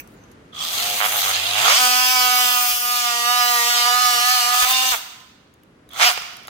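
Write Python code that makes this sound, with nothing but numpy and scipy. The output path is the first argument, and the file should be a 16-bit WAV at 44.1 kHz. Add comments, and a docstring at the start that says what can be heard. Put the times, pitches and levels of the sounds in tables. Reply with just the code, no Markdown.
"""An oscillating bone saw close to two microphone ports in a hard-walled theatre. Ventilation murmurs
throughout (shaped noise); suction spits and hisses away at once (decaying noise), and small ticks fall.
The saw idles, runs up, cuts and stops: its blade sings in multiples of the stroke rate and hisses, its
gears rasp, its teeth grind, and it slaps the bone (struck resonances); low thumps fall meanwhile (decaying
sines). The saw is blipped once more, and the blade tip taps the bone (noise bursts through resonances)."""
import sys
import numpy as np
from scipy import signal
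from scipy.fft import rfft, irfft, next_fast_len
from scipy.io import wavfile
from scipy.ndimage import uniform_filter1d

SR = 44100
rng = np.random.default_rng(int(sys.argv[2]) if len(sys.argv) > 2 else 0)


def master_out(mix):
    """Clip the mix to full scale and print it as 16-bit PCM to the path in sys.argv[1]."""
    frames = np.transpose(np.atleast_2d(mix))
    ceiling = np.clip(frames, -1, 1)
    pcm = np.round(ceiling * 32767).astype(np.int16)
    wavfile.write(sys.argv[1], SR, pcm)


N = 286209
T = np.arange(N) / SR  # s


def amp(db):
    """Level to amplitude: 20 dB per factor of ten."""
    return 10 ** (np.asarray(db) / 20)


def unit(x):
    """Normalisation to an rms of 1."""
    return x / np.sqrt(np.mean(x ** 2) + 1e-20)


def along(points, hz):
    """Interpolation of (f/Hz, value) points on a logarithmic frequency axis."""
    f, v = np.transpose(points)
    return np.interp(np.log(hz + 1), np.log(f + 1), v)


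def gain(table):
    """Spectral envelope: the gain at each frequency from (f/Hz, level/dB) points."""
    return lambda hz: amp(along(table, hz))


def curves(rows):
    """Linear interpolation in time: one value per sample for each column after t/s."""
    s, *columns = np.transpose(rows)
    return [np.interp(T, s, column) for column in columns]


def wobble(rate):
    """Slow random modulation: Gaussian knots, rate of them a second, joined by lines."""
    knots = rng.standard_normal(int(N * rate / SR) + 2)
    return np.interp(np.arange(N) * rate / SR, np.arange(len(knots)), knots)


def filtered(x, response):
    """Linear filtering: the spectrum times a complex response of frequency."""
    m = next_fast_len(N + SR // 2)
    return irfft(rfft(x, m) * response(np.fft.rfftfreq(m, 1 / SR)), m)[..., :N]


def modes(table):
    """Modal superposition: causal response of resonances (f/Hz, width/Hz, level/dB)."""
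    def response(f):
        return sum(amp(db) * 1j * f * w / (c * c - f * f + 1j * f * w) for c, w, db in table)
    return response


def patchy(x, patchy_db):
    """Random modulation in patches of time and frequency."""
    z = signal.stft(x, nperseg=512)[2]
    field = rng.standard_normal(z.shape[-2:])
    field = uniform_filter1d(uniform_filter1d(field, 7, 0), 12, 1)
    return unit(signal.istft(z * amp(patchy_db * unit(field)), nperseg=512)[1][..., :N])


def gated(turns, depth, scatter_db):
    """Cyclic modulation: two noises swell once a turn, each turn at a new strength."""
    strengths = amp(scatter_db * rng.standard_normal(int(turns[-1]) + 1))
    swell = np.exp(-depth * np.cos(2 * np.pi * turns))
    return rng.standard_normal((2, N)) * strengths[turns.astype(int)] * swell


def pair(x, spectrum, alike, patchy_db):
    """Partial coherence: two coloured noises mixed to a given left-right likeness, rms 1."""
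    def response(hz):
        angle = np.arccos(np.clip(along(alike, hz), -1, 1)) / 2
        return spectrum(hz) * [np.cos(angle), np.sin(angle)]
    mid, side = filtered(patchy(x, patchy_db), response)
    return unit(np.array([mid + side, mid - side]))


def stack(turns, stroke_hz, order, level, swell_db, blur):
    """Harmonic synthesis: multiples swell and waver one by one, a little apart at the ports, rms 1."""
    x, coarse = np.zeros((2, N)), np.arange(0, N, 256)
    for k in order:
        level_db = np.interp(np.arange(N), coarse, level(k * stroke_hz[coarse], coarse / SR))
        level_db = level_db + swell_db * (wobble(9) + 1.57 * wobble(35))
        # higher multiples waver more
        phase = 2 * np.pi * (k * turns + rng.random()) + k * blur * wobble(40)
        apart = 0.97 * wobble(5)  # rad
        x += amp(level_db) * np.sin([phase + apart, phase - apart])
    return unit(x)


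# left-right coherence of the background: f/Hz, likeness (1 = identical)
BACKGROUND_LIKENESS = [(60, 0.97), (240, 0.93), (950, 0), (3770, 0.061), (15000, 0.2)]
# ventilation spectrum: f/Hz, relative level/dB
AIR_SPECTRUM = [(15, -39.5), (25, -22.5), (44, -6.5), (217, -4.5), (255, -4), (343, -7.5), (438, -8.5),
                (731, -15.5), (1440, -16.5), (9780, -40.5), (12100, -43.5), (15900, -70)]
# ventilation, lower while the saw is loud: t/s, level/dB
AIR_LEVEL = [(0, -47), (0.5, -48), (1, -50), (2, -59), (4.9, -60.5), (5.4, -55), (5.9, -52), (6.1, -57),
             (6.49, -53.5)]


def ventilation():
    """Broadband flow noise, coherent at the two ports in the bass and hardly above."""
    air = pair(rng.standard_normal((2, N)), gain(AIR_SPECTRUM), BACKGROUND_LIKENESS, patchy_db=0.5)
    return amp(curves(AIR_LEVEL)[0]) * air


# suction spectrum: f/Hz, relative level/dB
JET_SPECTRUM = [(710, -44), (1200, -30), (1400, -9), (1460, -35), (2530, -11), (2940, -16.5), (5630, -17.5),
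                (6270, -3), (7790, -18.5), (15900, -18)]
# spits of the suction: t/s, level/dB
SUCTION_SPITS = [(0.0, -31), (0.136, -58.5), (0.238, -57.5), (0.315, -47.5)]
SPIT_T60_S, JET_DB, JET_FADE_DB_PER_S = 0.051, -56, 41.5


def suction():
    """Jet noise under exponential decay: a dying hiss and short spits."""
    flow = amp(JET_DB - JET_FADE_DB_PER_S * T)
    for s, db in SUCTION_SPITS:
        flow = flow + (T >= s) * amp(db - 60 * np.abs(T - s) / SPIT_T60_S)
    jet = pair(rng.standard_normal((2, N)), gain(JET_SPECTRUM), BACKGROUND_LIKENESS, patchy_db=7.5)
    return flow * jet


# clicks of metal and wet tissue: t/s, relative level/dB, f/Hz
SMALL_TICKS = [(0.074, -34.5, 5940), (0.139, -45.5, 3040), (0.314, -45.5, 6050), (5.539, -39.5, 6700),
               (5.6331, -38, 2939), (5.89, -31, 3757), (5.913, -34.5, 3560), (5.933, -23, 3157),
               (6.333, -30.5, 3060), (6.3677, -27, 5690), (6.4333, -36.5, 3084), (6.4718, -23.5, 3530)]


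def ticks():
    """Damped oscillation plus a differentiated noise burst: small bright clicks."""
    x, t = np.zeros(N + 600), np.arange(600) / SR
    for s, db, hz in SMALL_TICKS:
        envelope = amp(db - 60 * t / .015) * (1 - np.exp(-t / .001))
        tone = 0.39 * np.sin(2 * np.pi * hz * t)
        burst = 0.46 * np.diff(rng.standard_normal(601))
        x[round(s * SR):][:600] += envelope * (tone + burst)
    return x[:N]


# motor speed, sagging as the blade bites: t/s, stroke rate f/Hz
STROKE_RATE = [(0.5, 56.8), (0.72, 90.95), (0.86, 102.5), (0.98, 101.9), (1.1, 106.9), (1.15, 105.8),
               (1.23, 95.4), (1.41, 92.47), (1.48, 100.9), (1.58, 105.8), (1.66, 141.4), (1.79, 252.3),
               (1.88, 249.1), (2.13, 253.8), (2.2, 250.4), (2.57, 246.5), (2.74, 243.5), (2.98, 244.7),
               (3.1, 238.8), (3.23, 238.2), (3.3, 243.6), (3.38, 245.2), (3.52, 241.8), (3.6, 237.1),
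               (3.69, 240.9), (3.81, 240.2), (4.01, 248.2), (4.08, 245.3), (4.18, 240.5), (4.33, 251.1),
               (4.43, 240.3), (4.53, 246.4), (4.62, 248.3), (4.71, 257.9), (4.87, 257), (4.92, 255.9),
               (5.0, 170.9), (5.9, 60.8), (6.01, 163), (6.052, 236.6), (6.074, 247.4), (6.14, 116.9)]
IDLE_HZ, FULL_HZ = 117, 248  # top of idling, full speed


def stroke():
    """Phase is the integral of frequency: stroke rate, share of full speed, jittered stroke count."""
    (stroke_hz,) = curves(STROKE_RATE)
    fast = np.clip((stroke_hz - IDLE_HZ) / (FULL_HZ - IDLE_HZ), 0, 1)
    turns = np.cumsum(stroke_hz * (1 + 0.00214 * wobble(60))) / SR
    return stroke_hz, fast, turns


# trigger pressed: start t/s, end t/s
TRIGGER = [(0.524, 5.0), (5.9, 6.14)]
# t/s, then level/dB of the gear rasp, the treble hiss, the blade's overtones and its whine
LAYER_LEVELS = [(0.5, -81, -90, -63, -62), (0.55, -44.5, -60, -58, -50), (0.62, -30.5, -43.5, -55, -44),
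                (0.73, -25, -31, -38, -40), (0.86, -24, -32, -33, -32.5), (0.95, -24.5, -31, -38, -30.5),
                (0.98, -25.5, -26.5, -33, -34), (1.02, -29, -33, -33, -44), (1.06, -25.5, -24.5, -28, -29),
                (1.1, -27.5, -27, -35, -33), (1.15, -25, -24.5, -32, -30), (1.23, -23.5, -30, -46, -34),
                (1.3, -23, -28, -36, -32.5), (1.37, -24, -37, -31, -34), (1.54, -24.5, -34, -29, -31.5),
                (1.6, -21, -31, -28.5, -25), (1.7, -18, -26, -21.5, -24), (1.77, -17.5, -28.5, -17.5, -24),
                (1.82, -23, -24.5, -19.5, -18.5), (1.9, -21.5, -28.5, -20.5, -20.5),
                (2.2, -27, -26.5, -18.5, -21), (2.57, -26.5, -25, -25, -21.5), (2.7, -30, -23, -23.5, -26),
                (2.8, -37, -26.5, -27, -27.5), (2.98, -27.5, -28, -25.5, -23.5),
                (3.1, -27.5, -32.5, -25, -23), (3.23, -27.5, -29.5, -26.5, -23),
                (3.3, -35, -28.5, -22, -18), (3.6, -26.5, -29, -24, -21), (3.81, -26.5, -27, -20.5, -20.5),
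                (4.01, -26.5, -28, -22, -19), (4.33, -26.5, -26.5, -21, -22),
                (4.53, -23.5, -29, -23.5, -19.5), (4.62, -21.5, -24, -23, -23),
                (4.66, -25.5, -30, -24, -28), (4.71, -21.5, -21.5, -24.5, -22),
                (4.75, -28.5, -32, -18.5, -23.5), (4.87, -21, -30.5, -24, -23.5),
                (4.92, -22, -32, -19.5, -28), (4.94, -25.5, -32.5, -48.5, -30), (4.97, -34, -35, -46, -39),
                (5.0, -45, -46.5, -55, -58.5), (5.9, -55, -80.5, -60.5, -58), (5.944, -42, -56, -61, -48),
                (5.99, -31, -39, -45, -37), (6.02, -19.5, -33.5, -22.5, -37),
                (6.052, -20.5, -29, -15.5, -25), (6.074, -30, -26, -15.5, -15), (6.1, -22, -32, -25, -34),
                (6.14, -38, -36, -64, -54)]
# teeth grinding on bone: t/s, level/dB
GRIND_LEVEL = [(0.5, -60), (0.62, -39.5), (0.7, -40), (0.97, -40), (1.03, -31), (1.1, -33), (1.3, -29.5),
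               (1.5, -46), (1.7, -14.5), (1.8, -40), (2.5, -39.5), (3, -46.5), (3.7, -39.5), (4.5, -36.5),
               (4.64, -30), (4.8, -38), (4.95, -33.5), (5.0, -56), (5.9, -57.5), (5.99, -31), (6.02, -13),
               (6.05, -21), (6.14, -52)]
FLICKER_DB, FLICKER_PER_S = 1, 14  # each of the four layers flickers by itself
# the squeal follows the treble's departure from a reference, by so many dB per dB
SQUEAL_DB, SQUEAL_PER_TREBLE_DB, TREBLE_REFERENCE_DB = -31.5, 0.87, -28


def saw():
    """Superposition of sources phase-locked to one stroke counter."""
    pressed = sum((T > a) & (T < b) for a, b in TRIGGER) * 1.
    on = uniform_filter1d(pressed, size=400)
    stroke_hz, fast, turns = stroke()
    layers_db = [db + FLICKER_DB * wobble(FLICKER_PER_S) for db in curves(LAYER_LEVELS)]
    rasp_db, hiss_db, over_db, whine_db = layers_db
    squeal_db = SQUEAL_DB + SQUEAL_PER_TREBLE_DB * (hiss_db - TREBLE_REFERENCE_DB)
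    mix = starting(turns) + amp(whine_db) * whine(turns, stroke_hz, fast)
    mix = mix + amp(rasp_db) * rasp(turns, fast) + amp(hiss_db) * hiss(turns)
    mix = mix + amp(over_db) * overtones(turns, stroke_hz, fast)
    mix = mix + amp(squeal_db) * squeal(turns, stroke_hz)
    mix = mix + amp(curves(GRIND_LEVEL)[0]) * grind(turns)
    return on * mix + slaps(turns)


# left-right coherence of the saw's noise: f/Hz, likeness (1 = identical)
SAW_LIKENESS = [(500, 0.13), (1400, 0.27), (3000, 0.18), (5000, 0.13), (9000, 0.16), (15000, 0.38)]


def saw_noise(noises, spectrum, patchy_db):
    """Partial coherence of an extended source near two ports."""
    return pair(noises, spectrum, SAW_LIKENESS, patchy_db)


# two resonances of the housing: f/Hz, width/Hz, relative level/dB
HOUSING_MODES = [(1210, 170, -3), (3330, 420, 0)]
# the housing sings as the motor starts: peak t/s, level/dB
MOTOR_STARTS = [(0.62, -28.5), (5.96, -43)]
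START_RISE_DB_PER_S, START_FALL_DB_PER_S = 186, 150.5


def starting(turns):
    """Transient resonance: the housing's two modes swell and decay exponentially."""
    envelope = 0
    for s, db in MOTOR_STARTS:
        slope = np.where(T < s, START_RISE_DB_PER_S, START_FALL_DB_PER_S)
        envelope = envelope + amp(db - slope * np.abs(T - s))
    housing = modes(HOUSING_MODES)
    return envelope * saw_noise(gated(turns, .4, 1.5), lambda f: np.abs(housing(f)) ** 2, patchy_db=-1.0)


# immersion of the blade: t/s, share of the blade in the cut
CUT_DEPTH = [(0, 0.051), (2.8, 0.065), (3.3, 0.87), (4.6, 0.77), (4.7, 0.07), (6.49, 0.21)]


def sunk(s):
    """Boundary condition: the share of the blade held by bone at time s."""
    return np.clip(np.interp(s, *np.transpose(CUT_DEPTH)), 0, 1)


LIFT_S, LIFT_LENGTH_S, RETURN_S = 4.64, .03, 5.5  # leaves the cut; back on the bone after the pause


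def lifted(s):
    """Boundary condition: 1 once the blade is free of the bone, 0 on it."""
    return np.clip((s - LIFT_S) / LIFT_LENGTH_S, 0, 1) * (s < RETURN_S)


# eight lowest multiples at full speed, one row each, relative: at the surface level/dB, gain there per sag
# dB/Hz, deep in the cut level/dB, gain there per sag dB/Hz, lifted free level/dB
WHINE_FULL = [(-30, -0.4, -32.5, 1, -24.5), (-25, -.5, -23, 1.35, -24.5), (-5.5, 0, -7, -0.64, -6),
              (-19, -1.5, -13, 1.65, -4), (-4.5, 0, -1.5, 0, -11), (-8.5, 0, -13, 0.2, -12),
              (-18, -1, -10, -1.4, -10), (-11.5, 0.34, -9.5, 1.5, -17)]
# the same multiples at low speed: f/Hz, relative level/dB
WHINE_IDLING = [(90, -9.5), (110, -22), (300, -27), (400, -22.5), (500, -14.5), (620, -12.5), (725, -1.5),
                (790, -14.5), (1500, -8)]
LOADED_HZ, WHINE_SWELL_DB = 242.54, 2  # usual speed in the cut; random swell
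PRESS_S, PRESS_DB_PER_S = 1.42, 17  # the slow stroke thuds ever harder as the blade is pressed on


def whine(turns, stroke_hz, fast):
    """Fourier series of the stroke: low harmonics weighted by speed, depth and load."""
    deep, free, x = sunk(T), lifted(T), 0
    sag_hz = np.clip(LOADED_HZ - stroke_hz, -8, 8)
    press_db = PRESS_DB_PER_S * np.clip(T - PRESS_S, -1, .3) * (T < RETURN_S)
    for k, (top_db, top_per_hz, cut_db, cut_per_hz, free_db) in enumerate(WHINE_FULL, 1):
        surface_db = top_db + top_per_hz * sag_hz
        buried_db = cut_db + cut_per_hz * sag_hz
        cutting_db = (1 - deep) * surface_db + deep * buried_db
        full_db = (1 - free) * cutting_db + free * free_db
        idle_db = along(WHINE_IDLING, k * stroke_hz) + (k == 1) * press_db
        db = (1 - fast) * idle_db + fast * full_db + WHINE_SWELL_DB * wobble(12)
        x = x + amp(db) * np.sin(2 * np.pi * (k * turns + rng.random()))
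    return x


# housing and blade: f/Hz, width/Hz, relative level/dB
STEEL_MODES = [(1200, 90, 3), (2150, 140, -3), (3340, 400, 1), (4750, 120, -3), (6200, 400, -1),
               (11000, 190, -2), (12600, 180, -1), (14300, 150, 3)]


def steel_ring(f):
    """Resonant gain of the steel added to direct radiation."""
    return 1 + .6 * np.abs(modes(STEEL_MODES)(f))


# gear spectrum, idling: f/Hz, relative level/dB
GEARS_IDLING = [(210, -54), (350, -21.5), (472, -10.5), (512, -18.5), (548, -31), (709, -6), (770, 0.5),
                (1160, -10.5), (1480, -13.5), (2510, -2.5), (3340, 3), (3980, 2.5), (9000, -6.5),
                (11700, -31.5), (19800, -120)]
# gear spectrum at full speed: f/Hz, relative level/dB
GEARS_RACING = [(210, -82.5), (350, -53.5), (485, -19), (663, -50), (729, 0), (846, -45.5), (957, -15.5),
                (1210, -10.5), (1580, -23), (2870, -4.5), (9000, -8.5), (11700, -44.5), (19800, -120)]


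def rasp(turns, fast):
    """Impact noise modulated twice a stroke: gear teeth bite at both ends of the swing."""
    idling = saw_noise(gated(2 * turns, 0.3, 1.8),
                       lambda f: gain(GEARS_IDLING)(f) * steel_ring(f), patchy_db=2.0)
    racing = saw_noise(gated(2 * turns, 0.96, 1.6), gain(GEARS_RACING), patchy_db=2.5)
    # the colour changes as the motor speeds up, at equal power
    return np.sqrt(1 - fast) * idling + np.sqrt(fast) * racing


# treble hiss: f/Hz, relative level/dB
HISS_SPECTRUM = [(3820, -31.5), (6500, 3.5), (7630, -4), (8480, 2.5), (10700, 1.5), (11800, 6.5),
                 (13500, -6), (14900, 0), (15900, -31)]


def hiss(turns):
    """Broadband noise modulated once a stroke and coloured by the steel's modes."""
    return saw_noise(gated(turns, 0.15, 0.94),
                     lambda f: gain(HISS_SPECTRUM)(f) * steel_ring(f), patchy_db=1.0)


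# blade at the surface: f/Hz, relative level/dB
BLADE_SURFACE = [(470, -58.5), (800, -28), (859, -15), (980, -10), (1220, -11.5), (1290, -12.5),
                 (1380, -16.5), (1480, -19), (1760, -3.5), (1870, -20.5), (2200, -10.5), (3300, -5),
                 (3960, -16), (4950, -4.5), (9000, -28.5), (11700, -46.5), (19800, -120)]
# blade deep in the cut: f/Hz, relative level/dB
BLADE_BURIED = [(470, -37.5), (800, -8.5), (941, -6), (1150, -3.5), (1220, -3), (1350, -20), (1640, -9.5),
                (1930, -10), (2590, -12.5), (2950, -2.5), (3340, -11), (3920, -4.5), (4250, -6), (4900, -6),
                (9000, -18.5), (11700, -49), (19800, -120)]
# blade lifted free: f/Hz, relative level/dB
BLADE_LIFTED = [(1290, -32), (2200, -3.5), (2500, -11), (2850, 2), (3010, -8.5), (3380, -9), (3630, 1.5),
                (4130, -12), (4440, -2.5), (6740, -14.5), (7150, -20.5), (8290, -16.5), (9000, -21.5),
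                (11700, -51.5), (19800, -120)]
LIFTED_DB = -4
SLOW_BLUR = 20  # overtones waver this much more below full speed


def overtones(turns, stroke_hz, fast):
    """Harmonics under a formant envelope: the blade's response shifts with its boundary."""
    def blade(hz, s):
        cutting = (1 - sunk(s)) * along(BLADE_SURFACE, hz) + sunk(s) * along(BLADE_BURIED, hz)
        return (1 - lifted(s)) * cutting + lifted(s) * (LIFTED_DB + along(BLADE_LIFTED, hz))
    blur = .05 * (1 + SLOW_BLUR * (1 - fast))
    return stack(turns, stroke_hz, order=range(9, 36), level=blade, swell_db=1.7, blur=blur)


# squeal band: f/Hz, relative level/dB
SQUEAL_SPECTRUM = [(9000, -48), (12000, -7), (13800, -2), (14500, -3), (15300, 1), (15900, -15.5)]


def squeal(turns, stroke_hz):
    """High harmonics damped by bone contact, plus noise in the same band."""
    tones = stack(turns, stroke_hz, order=range(55, 65),
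                  level=lambda hz, s: along(SQUEAL_SPECTRUM, hz), swell_db=3.5, blur=.02)
    noise = saw_noise(gated(turns, 0.29, 1.8), gain(SQUEAL_SPECTRUM), patchy_db=3.0)
    # the bone damps the blade's tones; they grow with the square of the speed
    return (1 - sunk(T)) * np.clip(stroke_hz / 250, 0, 1) ** 2 * tones + 1.3 * noise


# bone, also rung by the slaps and knocks: f/Hz, width/Hz, relative level/dB
BONE_MODES = [(740, 300, 0), (1250, 500, 2), (2000, 700, -4), (2900, 800, -9)]


def grind(turns):
    """Friction noise modulated once a stroke: the teeth excite the bone's modes."""
    def spectrum(f):
        return np.abs(modes(BONE_MODES)(f)) ** 2 * f ** 4 / (f ** 4 + 550 ** 4)  # less bass
    return saw_noise(gated(turns, .6, 1.1), spectrum, patchy_db=2.5)


# spells of the blade slapping the bone: start t/s, end t/s, relative level/dB
SLAP_SPELLS = [(1.004, 1.066, -6), (1.14, 1.19, -18), (1.25, 1.32, -14), (1.555, 1.78, -14),
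               (3.7, 3.74, -16), (3.855, 3.885, -13), (4.62, 4.65, -12), (4.83, 4.85, -16),
               (4.92, 4.95, -12), (5.998, 6.05, -7), (6.055, 6.12, -11)]


def slaps(turns):
    """Impulse response: one blow a stroke, a fraction of a ms long, rings the bone."""
    blows = np.zeros(N)
    for start, end, db in SLAP_SPELLS:
        a, b = round(start * SR), round(end * SR)
        blows[a:b] += amp(db) * np.diff(np.floor(turns[a:b] - turns[a]), prepend=-1)
    blows *= amp(0.83 * rng.standard_normal(N))

    def response(f):
        thin = (1j * f / (500 + 1j * f)) ** 4  # the small blade radiates no bass
        contact = 1 / (1 + 1j * f / 2400) ** 2
        return modes(BONE_MODES)(f) * thin * contact
    return amp(25) * filtered(blows, response)


# low thumps: t/s, relative level/dB
LOW_THUMPS = [(1.649, -54), (1.721, -45), (2.104, -46.5), (2.293, -47), (2.558, -46), (2.724, -46),
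              (3.082, -54), (3.49, -55), (3.756, -51), (3.94, -48), (4.092, -48), (4.168, -52),
              (4.435, -49), (4.62, -39), (4.909, -41)]


def thumps():
    """Damped oscillation at 45 Hz with a soft onset, stronger on the left."""
    x, t = np.zeros((2, N + 4000)), np.arange(4000) / SR
    envelope = t / 0.012 * np.exp(1 - t / 0.0097)
    for s, db in LOW_THUMPS:
        tone = np.sin(2 * np.pi * (45 * t + .6 * rng.random((2, 1))))
        x[:, round(s * SR):][:, :4000] += amp(db) * tone * envelope
    return x[:, :N] * amp([[5.5], [-5.5]])


# blade tip on bone: t/s, relative level/dB
TIP_KNOCKS = [(6.176, -18), (6.22, -22), (6.451, -34), (6.481, -23.5)]


def knocks():
    """Forced resonance: noise bursts falling 60 dB in 18 ms excite the bone's modes."""
    x, t = np.zeros(N + 900), np.arange(900) / SR
    for s, db in TIP_KNOCKS:
        x[round(s * SR):][:900] += amp(db - 60 * t / 0.018) * rng.standard_normal(900)
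    return amp(5.5) * filtered(x[:N], modes(BONE_MODES))


# reverberation time of the theatre: f/Hz, T60 t/s
WALL_T60 = [(300, 1), (1000, 0.98), (4000, 1), (12000, 0.66)]


def echo(x):
    """Diffuse reverberation: each port has its own noise tail, each frequency its own decay."""
    hz, t, z = signal.stft(rng.standard_normal((2, SR)), SR, nperseg=256)
    decay = amp(-60 * t / along(WALL_T60, hz)[:, None])
    tail = signal.istft(z * decay, SR, nperseg=256)[1]
    late = np.pad(x, ((0, 0), (300, 0)))  # samples before the walls answer
    return signal.fftconvolve(late, tail / np.linalg.norm(tail[0]), axes=1)[:, :N]


# interaural-type level difference of the near sources: f/Hz, left minus right level/dB
PORT_LEAN = [(60, -2.5), (110, -0.5), (200, -0.5), (380, 3), (700, -6), (1290, -8), (2380, -11.5),
             (4400, 1.5), (8120, 4), (15000, 1)]
LAG_S = 0.000299  # treble limit of the delay at the right port


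def scene():
    """Superposition, with level and phase differences between the ports for the near sources."""
    background = ventilation() + suction()
    near = ticks() + saw() + knocks()
    side = np.array([[.5], [-.5]])

    def ports(hz):
        late = hz ** 3 / (hz ** 2 + 800 ** 2)  # the bass arrives at both ports together
        return amp(side * along(PORT_LEAN, hz)) * np.exp(2j * np.pi * late * side * LAG_S)
    return background + filtered(near + amp(-11.5) * echo(near), ports) + thumps()


TOP_HZ = 15950


def record(dry):
    """Soft saturation rounds the highest peaks; an ideal low-pass sets the band limit."""
    rounded = dry / (1 + np.abs(dry / 1.7) ** 6) ** (1 / 6)
    return filtered(rounded, lambda hz: hz < TOP_HZ)


dry = scene()
out = record(dry)
master_out(out)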